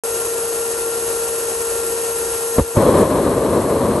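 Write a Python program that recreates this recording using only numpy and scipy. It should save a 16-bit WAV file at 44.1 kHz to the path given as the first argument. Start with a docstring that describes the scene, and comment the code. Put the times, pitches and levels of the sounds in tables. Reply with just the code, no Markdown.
"""Model jet engine on a lawn

Its electric ducted fan hums, whines and hisses at a steady speed. Fuel catches once with a low
thump, goes out, then lights for good and roars from the nozzle while the whines weaken.
The whole sound dips after the first thump and stays lower after a flare of the flame."""
import sys
import numpy as np
from scipy import signal
from scipy.fft import rfft, irfft
from scipy.io import wavfile

SR = 44100
rng = np.random.default_rng(int(sys.argv[2]) if len(sys.argv) > 2 else 0)


def store_wav(level_fs):
    """Save 16-bit WAV to argv[1]."""
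    pcm = np.round(np.clip(np.atleast_2d(level_fs), -1, 1) * 32767)
    wavfile.write(sys.argv[1], SR, pcm.T.astype(np.int16))


N = 176400
TIME_S = np.arange(N) / SR
BINS_HZ = np.maximum(np.arange(N // 2 + 1) * SR / N, 1)


def from_db(db):
    """Decibels to gain."""
    return 10 ** (np.asarray(db) / 20)


def over_time(rows):
    """Breakpoint curve at every sample."""
    return np.interp(TIME_S, *np.transpose(rows))


def over_hz(rows):
    """Each value column at every bin, interpolated in log frequency."""
    hz, *columns = np.transpose(rows)
    return [np.interp(np.log(BINS_HZ), np.log(hz), column) for column in columns]


def pan(left_minus_right_db):
    """Constant-power left and right gains."""
    gains = from_db(np.array([left_minus_right_db, -left_minus_right_db]).reshape(2, -1) / 2)
    return gains / np.sqrt(np.mean(gains ** 2, axis=0))


def drift(corner_hz):
    """Low-passed random wander, mean 0, rms 1."""
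    slow = irfft(rfft(rng.standard_normal(N)) / (1 + (BINS_HZ / corner_hz) ** 2), N)
    return (slow - slow.mean()) / slow.std()


def turbulence(spectrum, image):
    """Noise with a given spectrum and stereo image, rms 1."""
    level_db, = over_hz(spectrum)
    balance_db, coherence = over_hz(image)
    coherence = np.clip(coherence, 0, 1)
    mid, side = rfft(rng.standard_normal((2, N)))
    stereo = np.sqrt(1 + coherence) * mid + np.sqrt(1 - coherence) * side * [[1], [-1]]
    noise = irfft(from_db(level_db) * pan(balance_db) * stereo, N)
    return noise / noise.std()


def ring(hits, pitch_hz, t60_s):
    """Damped sine started by each hit (start_s, level_db)."""
    impulses = np.full(N, 1e-18)
    for start_s, level_db in hits:
        impulses[int(start_s * SR)] += from_db(level_db)
    decay = np.exp(-np.log(1000) / (t60_s * SR))
    step_rad = 2 * np.pi * pitch_hz / SR
    return signal.lfilter([0, np.sin(step_rad)], [1, -2 * decay * np.cos(step_rad), decay ** 2], impulses)


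# Rotor harmonics: shaft_order, level_db, left_minus_right_db
ROTOR_TONES = [(1, -24.5, 3.5), (2, -49, 1), (3, -38, 13), (4, -48, 4), (5, -53.5, 17), (6, -53, 3),
               (7, -60, -2), (8, -55, 11), (13, -60, 10), (14, -40.5, 2.5), (15, -54, 6), (16, -48, 5),
               (24, -39, -6)]

def fan_tones(shaft_hz=462.1, speed_spread=0.00034):
    """The rotor hums at its shaft rate; fluttering whines above it weaken once the flame stands."""
    speed_hz = shaft_hz * (1 + speed_spread * drift(corner_hz=3.1))
    shaft_rad = 2 * np.pi * np.cumsum(speed_hz) / SR
    light_s, settle_s, burning_db = 2.77, 0.089, -23
    whine_gain = from_db(burning_db * np.clip((TIME_S - light_s) / settle_s, 0, 1))
    tones = 0
    for order, level_db, balance_db in ROTOR_TONES:
        flutter_depth, gain = (0.032, 1) if order == 1 else (0.25, whine_gain)
        flutter = 1 + flutter_depth * (drift(13.4) + 1j * drift(13.4))  # amplitude and phase
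        phase_rad = order * shaft_rad + 2 * np.pi * rng.random()
        tone = np.sqrt(2) * np.real(flutter * np.exp(1j * phase_rad))
        tones += from_db(level_db) * pan(balance_db) * gain * tone
    return tones


# Duct air spectrum: freq_hz, relative_density_db
DUCT_SPECTRUM = [(25, -17), (62, -6), (90, -9.5), (125, -13.5), (230, -12.5), (300, -9.5), (375, 1.4),
                 (490, 0.3), (700, -7), (1050, -7), (1250, -11), (1600, -11.5), (2250, -19), (2480, -16.5),
                 (2620, -12), (2900, -15), (3500, -19.5), (3950, -16.5), (4900, -15), (7000, -13),
                 (7700, -9), (9800, -8), (10450, -2), (10900, 0), (11450, -5), (11700, -19)]
# Duct air stereo image: freq_hz, left_minus_right_db, coherence
DUCT_IMAGE = [(70, -1.5, .95), (330, 2, .96), (620, 5.5, .87), (1200, 5, .82), (1650, 9, .45),
              (2050, 7, .15), (2700, 4, .65), (3900, 3, .68), (5300, 9, .52), (6450, 0, .9), (7200, 5, .65),
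              (8000, 0, .97), (9400, 0, .85), (9950, 0, 1), (10350, 0, 1), (10800, 0, .97), (11200, 0, .75),
              (11600, 0, .98)]

def fan_rush(level_db=-22.5, flicker_db=0.76):
    """Air rushes through the duct, with a bright hiss on top."""
    return from_db(level_db + flicker_db * drift(corner_hz=28)) * turbulence(DUCT_SPECTRUM, DUCT_IMAGE)


# Flame strength: time_s, level_db
FLAME_LEVEL = [(2.54, -70), (2.565, -28), (2.579, -23), (2.587, -9.5), (2.599, -10), (2.608, -18),
               (2.635, -39), (2.67, -58), (2.745, -39), (2.763, -12), (2.771, -8), (2.83, -7.5), (3.0, -8),
               (3.025, -6.5), (3.06, -8), (3.3, -8.5), (3.42, -9), (3.55, -8.5), (3.65, -9), (4.0, -7.5)]
# Roar shaped by the flame tube: freq_hz, relative_density_db
FLAME_SPECTRUM = [(22, -40), (38, -19), (55, -6.5), (90, -5), (170, -4.5), (240, -1.2), (310, -2),
                  (470, 0.8), (590, -1), (730, -11.5), (860, -12.5), (1060, -8), (1200, -13.5), (1320, -21),
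                  (1750, -25), (2100, -30), (2600, -34), (3850, -34.5), (4220, -30.5), (4600, -44),
                  (6200, -67), (9000, -32), (11000, -42)]
# Roar stereo image: freq_hz, left_minus_right_db, coherence
FLAME_IMAGE = [(60, -1.5, 0.98), (220, 1.8, 1), (530, 2, .99), (704, 0.5, 0.99), (960, 5.5, 1),
               (1310, 1.5, 0.94), (1630, 4, 0.84), (2110, -1, 1), (2900, 0.5, 0.69), (5000, 3, 0.76)]

def flame(split_hz=1100, sputter_db=0.67, flicker_db=1.12):
    """Turbulent burning: the whole roar flickers, its treble sputters faster."""
    roar = turbulence(FLAME_SPECTRUM, FLAME_IMAGE)
    body = irfft(rfft(roar) / (1 + (BINS_HZ / split_hz) ** 4), N)
    treble = (roar - body) * from_db(sputter_db * drift(corner_hz=90))
    level_db = over_time(FLAME_LEVEL) + flicker_db * drift(corner_hz=16.5)
    return (body + treble) * from_db(level_db)


# Gas swings at first catch, blowout and relight: start_s, pitch_hz, level_db, t60_s
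GAS_THUMPS = [(2.581, 85, -5.5, 0.05), (2.609, 68, 0, 0.063), (2.77, 110, 0.5, 0.081)]
# Fuel pockets going off: start_s, level_db
FUEL_POPS = [(2.5837, -6), (2.5882, -8), (2.5962, -6), (2.7705, -8), (2.7790, -11), (3.0155, -5),
             (3.0265, -14)]
# Flame tube resonances: pitch_hz, gain_db, t60_s
TUBE_MODES = [(190, -12, 0.02), (330, 2.5, 0.029), (485, 0.5, 0.026), (1040, -35, 0.014),
              (1590, -20, 0.018)]

def ignition():
    """At both lightings the gas swings with a deep thump and fuel pops ring the flame tube."""
    thumps = sum(ring([(start_s, level_db)], pitch_hz, t60_s)
                 for start_s, pitch_hz, level_db, t60_s in GAS_THUMPS)
    pops = sum(from_db(gain_db) * ring(FUEL_POPS, pitch_hz, t60_s)
               for pitch_hz, gain_db, t60_s in TUBE_MODES)
    return -pan(left_minus_right_db=-1.0) * (thumps + pops)


# Dips of the whole sound: time_s, gain_db
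OVERALL_GAIN = [(2.585, -0.5), (2.605, -4.5), (2.66, -5.5), (2.76, -3.5), (2.92, -4), (3.015, -3),
                (3.04, -7), (3.5, -7.5), (4.0, -8)]

def scene():
    """Fan and flame close by in open air."""
    engine = fan_tones() + fan_rush() + flame() + ignition()
    return engine * from_db(over_time(OVERALL_GAIN))


# Phase between the two microphone ports: freq_hz, left_lead_rad
PORT_LEAD = [(1900, 0), (2300, .3), (2900, 1.2), (3700, .4), (5200, .6), (6500, -.1), (7400, .3), (8000, 0),
             (8900, 0), (9100, -1.0), (9500, -1.7), (9750, -2.5), (10000, -3.1), (10300, -3.2),
             (10550, -3.7), (11000, -4.3), (11300, -6.1)]

def record(dry, start_s=0.036, low_cut_hz=44, ceiling=0.95, high_cut_hz=11650):
    """The ports shift the treble in phase; deep bass is cut, peaks are rounded, the top is cut."""
    lead_rad, = over_hz(PORT_LEAD)
    port_shift = np.exp(.5j * lead_rad * np.array([[1], [-1]]))
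    x = irfft(rfft(dry) * port_shift, N) * (TIME_S > start_s)
    x = signal.sosfilt(signal.butter(2, low_cut_hz, "high", fs=SR, output="sos"), x)
    x = x / (1 + (x / ceiling) ** 4) ** .25
    return signal.sosfilt(signal.ellip(10, .1, 90, high_cut_hz, fs=SR, output="sos"), x)


dry = scene()
out = record(dry)
store_wav(out)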